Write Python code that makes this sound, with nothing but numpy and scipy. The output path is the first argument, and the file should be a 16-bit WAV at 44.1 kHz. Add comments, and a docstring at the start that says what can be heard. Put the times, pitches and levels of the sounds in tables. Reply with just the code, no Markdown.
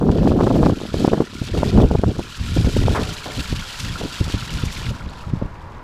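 """A lawn by a street, the microphone out in the wind near a drain. Water boils up out of the drain,
bubbles ringing in the pipe, and splashes over a concrete apron; the flow swells, shuts off and
trickles away. Gusts buffet the microphone with rumble and single thumping eddies.
Two dull bangs echo from far down the street, over a soft outdoor hush."""
import sys
import numpy as np
from scipy.fft import rfft, irfft, next_fast_len
from scipy.io import wavfile
from scipy.ndimage import map_coordinates

SR = 44100
rng = np.random.default_rng(int(sys.argv[2]) if len(sys.argv) > 2 else 0)


def wav_record(signal):
    """Record a signal, one row per channel, as 16-bit PCM in the file named by sys.argv[1]."""
    frames = np.transpose(np.atleast_2d(signal))
    bounded = np.clip(frames, -1, 1)
    # unit amplitude maps onto the largest positive 16-bit level
    quanta = np.round(bounded * 32767).astype(np.int16)
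    wavfile.write(sys.argv[1], SR, quanta)


N = 257103

# loudness of the water as heard, ducking briefly twice; drives splash and gurgle: time_s, level_db
WATER_LEVEL = [(0.05, -49), (0.13, -45.5), (0.3, -40.5), (0.36, -49.5), (0.42, -40.5), (0.85, -41.5),
               (1.04, -37.5), (1.27, -43), (1.66, -36.5), (2.04, -43.5), (2.7, -35), (3.6, -36.0),
               (4.5, -35.5), (4.875, -37), (5.02, -48.5), (5.22, -49), (5.45, -56.0), (5.82, -60)]


def amp(db):
    """Decibels to gain."""
    return 10 ** (np.asarray(db) / 20)


def unit(x):
    """x at rms 1."""
    return x / np.sqrt(np.mean(x ** 2) + 1e-20)


def curve(points):
    """(time_s, value) points joined by straight lines, one value per sample."""
    return np.interp(np.arange(N) / SR, *np.transpose(points))


def wobble(rate_hz):
    """A smooth random curve with rate_hz knots a second."""
    knots = rng.standard_normal(4096)
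    return map_coordinates(knots, [np.arange(N) * rate_hz / SR], mode="wrap")


def filtered(x, response):
    """x through a filter whose gain is response(hz)."""
    size = next_fast_len(N + SR // 2)
    return irfft(rfft(x, size) * response(np.fft.rfftfreq(size, 1 / SR)), size)[:N]


def muffled(x, cutoff_hz, order):
    """x with its treble rolled off."""
    return filtered(x, lambda hz: 1 / (1 + (hz / cutoff_hz) ** order))


def coloured(x, spectrum):
    """x shaped by (frequency_hz, gain_db) points, at rms 1."""
    points_hz, db = np.transpose(spectrum)
    return unit(filtered(x, lambda hz: amp(np.interp(np.log(hz + 1), np.log(points_hz), db))))


def noise(spectrum):
    """Fresh noise of that spectrum, at rms 1."""
    return coloured(rng.standard_normal(N), spectrum)


def scatter(start_s, waves):
    """Sum of short waves (rows), each starting at its time."""
    index = np.round(np.asarray(start_s) * SR).astype(int)[:, None] + np.arange(waves.shape[1])
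    return np.bincount(np.clip(index, 0, N).ravel(), waves.ravel(), N + 1)[:N]


def burst(start_s, attack_s, t60_s):
    """Envelope that rises at start_s and dies away."""
    age = np.maximum(np.arange(N) / SR - start_s, 0)
    return (1 - np.exp(-age / attack_s)) * amp(-60 * age / t60_s)


def outdoor_hush():
    """A soft, dull hush all around, slowly swelling."""
    # colour of the hush: frequency_hz, gain_db
    hush_spectrum = [(30, 9), (130, -10), (280, -5.5), (500, -6), (750, -7.5), (970, 0), (1300, -10.5),
                     (1750, -13), (2400, -20), (5000, -48), (15000, -49)]
    # its swell: time_s, level_db
    hush_levels = [(0, -56), (2.3, -48), (3.2, -41), (5.1, -39), (5.8, -38)]
    return amp(curve(hush_levels)) * noise(hush_spectrum)


def far_bangs():
    """Blows on something that rings faintly, dulled by distance and smeared by echoes between houses."""
    # blows down the street: start_s, level_db, brightness_hz, t60_s
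    blows = [(2.946, -18.5, 1430, 0.31), (3.257, -26, 660, 0.28)]
    # modes of the struck thing: pitch_hz, gain_db, t60_s
    ring_modes = [(422, -14.5, 1.0), (603, -16, 0.8), (743, -10.5, 0.53)]
    t = np.arange(N) / SR
    bangs = np.zeros(N)
    for start_s, level_db, bright_hz, t60_s in blows:
        dull = [(50, -15), (200, 0), (bright_hz * .91, -3), (bright_hz * 1.7, -15), (bright_hz * 3, -45)]
        bang = burst(start_s, .0032, t60_s) * noise(dull)
        for hz, gain_db, ring_t60_s in ring_modes:
            tone = np.sin(2 * np.pi * hz * t + .5 * wobble(30))
            bang += amp(gain_db) * burst(start_s, .0046, ring_t60_s) * tone
        bangs += amp(level_db) * bang
    return bangs


def gust(start_s, hold_s, slowness):
    """Envelope of one gust: it swells, holds and drops away; slowness stretches both slopes."""
    rise_s, fall_s = .053 * slowness, .023 * slowness  # per 20 dB
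    t = np.arange(N) / SR - start_s
    outside_hold = np.maximum(-t / rise_s, 0) + np.maximum((t - hold_s) / fall_s, 0)
    return amp(-20 * np.minimum(outside_hold, 10))


def airflow():
    """Levels (dB) of rumble and turbulence: the strongest gust of the moment, or else the breeze."""
    # gusts on the microphone: start_s, hold_s, rumble_db, turbulence_db
    mic_gusts = [(0.01, 0.2, -23.5, -19), (0.21, .52, -21, -18), (0.77, 0.084, -36, -26),
                 (0.957, 0.079, -27.5, -23.5), (1.043, 0.18, -38, -21), (1.341, 0.06, -35.5, -31.5),
                 (1.538, 0.05, -23, -20.5), (1.617, 0.085, -21, -24.5), (1.757, 0.099, -13, -14.5),
                 (1.91, 0.047, -16.5, -23), (2.072, 0.048, -17.5, -22.5), (2.191, 0.0076, -23, -22.5),
                 (2.413, 0.13, -25.5, -40.5), (2.584, 0.11, -15.5, -26), (2.775, 0.16, -14.5, -23.5),
                 (2.992, 0.036, -23, -24.5), (3.056, 0.067, -29.5, -33.5), (3.382, 0.024, -23.5, -29.5),
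                 (3.508, 0.081, -23.5, -39.5), (3.825, 0.13, -26.5, -41), (4.016, 0.046, -31, -27),
                 (4.218, 0.082, -26, -32), (4.342, .09, -27.5, -52), (4.543, 0.04, -20.5, -29),
                 (4.621, 0.092, -25.5, -45), (4.765, 0.071, -26.5, -46), (4.873, 0.043, -21.5, -28.5),
                 (5.039, 0.082, -29.5, -40.5), (5.276, .1, -25.5, -41), (5.422, 0.039, -24, -34.5)]
    rumble, turbulence = amp(-40), amp(-55)  # the breeze between gusts
    for start_s, hold_s, rumble_db, turbulence_db in mic_gusts:
        wake = amp(-10) * gust(start_s, hold_s, slowness=6.9)  # weak stirring around the gust
        slow = np.maximum(wake, gust(start_s, hold_s, slowness=1.25))
        quick = np.maximum(wake, gust(start_s, hold_s, slowness=.68))
        rumble = np.maximum(rumble, amp(rumble_db) * slow)
        turbulence = np.maximum(turbulence, amp(turbulence_db) * quick)
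    return 20 * np.log10(rumble), 20 * np.log10(turbulence)


def wind(rumble_db, turbulence_db):
    """Air on the microphone: a slow rumble, and ragged turbulence that takes over in strong gusts."""
    # deep buffeting: frequency_hz, gain_db
    rumble_spectrum = [(10, -10), (25, -3), (55, 0), (100, 0), (170, -6), (280, -19), (500, -60),
                       (1200, -85)]
    # turbulent flutter: frequency_hz, gain_db
    flutter_spectrum = [(30, -25), (70, -13), (140, 2), (230, 4), (400, -2), (650, -13), (1000, -28),
                        (1500, -58), (2600, -64)]
    # hiss of the fastest swirls: frequency_hz, gain_db
    tearing_spectrum = [(250, 6), (550, 19), (900, 5.5), (1400, -5), (2000, -16), (3200, -30)]
    rumble = amp(rumble_db + 1) * unit(amp(3.15 * wobble(40)) * noise(rumble_spectrum))
    # light gusts break up in separate packets; strong ones flutter almost without a gap
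    fullness = np.clip((turbulence_db + 27) / 4, -.5, 2.5)
    packets = 1 / (1 + np.exp(-3 * wobble(110) - fullness))
    swirl = unit((packets + .15) * amp(1.5 * wobble(250)))
    flutter = swirl * noise(flutter_spectrum)
    lows = muffled(flutter, cutoff_hz=330, order=4)
    # only a strong gust reaches high in pitch, where its fastest swirls tear apart
    tearing = amp(-17) * unit(swirl ** 2 * amp(5.8 * wobble(120))) * noise(tearing_spectrum)
    strength = 1 / (1 + amp(-47.5 - turbulence_db))
    return rumble + amp(turbulence_db) * (lows + strength * (flutter - lows + tearing))


def vortex(hz, t):
    """Pressure of a vortex passing at t = 0: it pushes, then sucks; a smaller one has a higher hz."""
    u = 2 * np.pi * hz * t
    return -u / (1 + u ** 2) ** 2


def small_vortices(turbulence_db):
    """Small vortices rattle past at random, following the level of the turbulence that sheds them."""
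    when, pitch, strength = rng.random((260, 3)).T
    t = np.arange(-(SR // 100), SR // 100) / SR
    hz = 370 * 2 ** (pitch[:, None] - .5)
    swarm = scatter(when * N / SR, (.5 - strength[:, None]) * vortex(hz, t))
    return amp(turbulence_db - 12.5) * unit(muffled(swarm, cutoff_hz=1500, order=6))


def eddies():
    """Strong eddies hit the microphone one by one; the smaller the eddy, the sharper the thump."""
    # eddy strikes: time_s, level_db, centre_hz
    strikes = [(0.088, -7.5, 222), (0.275, -3, 273), (0.319, -7.5, 290), (0.41, -3.5, 330),
               (0.473, -6.5, 340), (0.506, -8, 304), (0.636, -5, 283), (0.663, -3.5, 278), (0.7, -9.5, 272),
               (0.943, -9, 196), (1.048, -1.5, 220), (1.079, -4, 206), (1.135, 1, 214), (1.205, -4, 194),
               (1.418, -15, 95), (1.632, -3.5, 274), (1.786, -8, 187), (1.913, -7, 250), (1.953, -5.5, 142),
               (1.996, -10, 107), (2.037, -4.5, 247), (2.195, -15, 257), (2.569, -8, 120),
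               (2.674, -12.5, 123), (2.767, -6, 164), (2.883, -5.5, 304), (3.528, -13.5, 133),
               (4.013, -17.5, 239), (4.212, -8, 73.6), (4.346, -14, 73), (4.638, -12.5, 95),
               (5.337, -13.5, 72), (5.423, -13, 125)]
    time_s, level_db, hz = np.transpose(strikes)
    half = SR // 20
    t = np.arange(-half, half) / SR
    waves = vortex(hz[:, None], t)
    # five escorts, mostly smaller and weaker, travel just ahead of and behind each eddy
    escorts = rng.standard_normal((len(time_s), 5, 3)).transpose(1, 2, 0)[..., None]
    spread_s = .004544
    for lag, shrink, strength in escorts:
        escort_hz = hz[:, None] * np.exp(.35 + .25 * shrink)
        waves += .33 * strength * vortex(escort_hz, t - spread_s * lag)
    thumps = scatter(time_s - half / SR, amp(level_db + 10)[:, None] * waves)
    return muffled(thumps, cutoff_hz=1700, order=6)


def bubble_rings(hz, cycles, samples, rise=.02):
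    """Sines that decay by 1/e in `cycles` periods and climb in pitch as each bubble nears the surface."""
    age = hz[:, None] * np.arange(samples) / SR / cycles
    phase = 2 * np.pi * cycles * (age + rise * age ** 2 / 2)
    return np.sin(phase) * np.exp(-age) * (1 - np.exp(-10 * age))


def bubbles(count, centre_hz, log_spread, spread_db, cycles, samples=900, rise=.02):
    """A random swarm of bubbles, many faint and a few loud, at rms 1."""
    when, pitch, strength = rng.random((count, 3)).T
    hz = centre_hz * np.exp(log_spread * (2 * pitch - 1))
    gain = amp(spread_db * np.minimum(-np.log(1 - strength), 4))
    return unit(scatter(when * N / SR, gain[:, None] * bubble_rings(hz, cycles, samples, rise)))


def trickle():
    """Faint drips and bursting foam run throughout, left exposed as the sheet of water runs off."""
    foam = bubbles(1100, centre_hz=4200, log_spread=.5, spread_db=3.5, cycles=3, samples=200, rise=0)
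    drips = bubbles(1500, centre_hz=2500, log_spread=.8, spread_db=3.3, cycles=4, samples=700)
    return amp(-68) * foam + amp(-62.5) * drips


def last_drips():
    """Single drops plink on the wet concrete once the jet has collapsed."""
    # falling drops: start_s, level_db, pitch_hz
    plinks = [(4.9967, -37, 2130), (5.0211, -32, 2130), (5.061, -34, 2410), (5.09, -29, 3780),
              (5.1374, -37, 2630), (5.302, -37, 2930), (5.5565, -37, 2510), (5.6073, -41, 3230)]
    start_s, level_db, hz = np.transpose(plinks)
    return scatter(start_s, amp(level_db + 3)[:, None] * bubble_rings(hz, cycles=2.8, samples=900))


def gurgle():
    """Churned air rings as bubbles in the hollow pipe; its level swings less than that of the splash."""
    # hollow resonances of the outlet: pitch_hz, width_hz, gain_db
    outlet_modes = [(1017, 99, -6), (1393, 130, 5), (1715, 140, -1.5)]
    # big bubbles at the outlet: start_s, level_db, pitch_hz
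    big_bubbles = [(2.213, -30, 1420), (3.623, -23, 1430), (3.957, -17.5, 1350), (4.425, -23, 1330),
                   (5.009, -25, 1350), (5.239, -27, 1270)]

    def pipe(hz):
        """The outlet's resonances, summed with alternating sign."""
        return sum((-1) ** k * amp(db) * 1j * hz * width / (pitch ** 2 - hz ** 2 + 1j * hz * width)
                   for k, (pitch, width, db) in enumerate(outlet_modes))

    swarm = bubbles(3500, centre_hz=1350, log_spread=.65, spread_db=2.6, cycles=3)
    churn = amp(.62 * curve(WATER_LEVEL) - 20.5) * unit(filtered(swarm, pipe))
    start_s, level_db, pitch_hz = np.transpose(big_bubbles)
    glugs = bubble_rings(pitch_hz, cycles=5.8, samples=2200, rise=.016)
    return churn + scatter(start_s, amp(level_db)[:, None] * glugs)


def drop_impacts(count, spread_db):
    """Sharp impacts at random moments, a few much harder than the rest, at rms 1."""
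    when, strength, polarity = rng.random((count, 3)).T
    gain = amp(spread_db * np.minimum(-np.log(1 - strength), 5))
    return unit(scatter(when * N / SR, (gain * np.sign(polarity - .5))[:, None]))


def splash():
    """Spray, drop impacts and tiny bubbles arrive in clumps as the jet breaks up on the concrete."""
    # colour of water on concrete: frequency_hz, gain_db
    splash_spectrum = [(200, -38), (600, -46), (1050, -12.5), (1700, -4), (2050, -6), (2400, -2), (3200, 0),
                       (4700, -2.5), (6400, -9), (7600, -10), (9000, -17), (11000, -17.5), (12200, -22),
                       (15500, -29)]
    # lumps of water slapping the apron: start_s, level_db
    slap_hits = [(0.1144, -24.5), (2.7675, -18), (3.032, -16), (3.801, -16), (4.2407, -19), (4.505, -18.5)]
    water_db = curve(WATER_LEVEL)
    clumps = amp(.9 * wobble(22) + 1.2 * wobble(110) + .9 * wobble(450))
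    spray = amp(-3) * noise(splash_spectrum)
    patter = amp(-4.5) * coloured(drop_impacts(14000, spread_db=3.5), splash_spectrum)
    # trapped air rings from pea-sized bubbles to fine fizz
    fizz = bubbles(9000, centre_hz=4800, log_spread=1.05, spread_db=4.6, cycles=8)
    water = spray + patter + amp(-4.5) * coloured(fizz, splash_spectrum)
    # coarse lumps and fine mist land at their own moments; quieter water carries less mist
    lumps = muffled(water, cutoff_hz=5500, order=4)
    mist = (water - lumps) * amp(.11 * (water_db + 44) + 2.03 * wobble(50) + 1.4 * wobble(330))
    landing = lumps * amp(1.2 * wobble(90))
    gush = amp(water_db + .88) * unit(clumps * (landing + mist))
    slaps = sum(amp(db - 7) * burst(start_s, attack_s=.00063, t60_s=.031) for start_s, db in slap_hits)
    return gush + slaps * noise(splash_spectrum)


def scene():
    """Water nearby, wind on the microphone and far bangs over the outdoor hush, in mono."""
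    hush = outdoor_hush()
    water = splash() + gurgle() + trickle() + last_drips()
    rumble_db, turbulence_db = airflow()
    buffeting = wind(rumble_db, turbulence_db) + eddies() + small_vortices(turbulence_db)
    return (hush + far_bangs() + buffeting + water)[None]


def record(dry):
    """The microphone rounds off the hardest buffets; nothing is kept above the band limit."""
    ceiling, top_hz = .85, 15500
    rounded = dry[0] / (1 + np.abs(dry[0] / ceiling) ** 4) ** (1 / 4)
    return filtered(rounded, lambda hz: hz < top_hz)[None]


dry = scene()
out = record(dry)
wav_record(out)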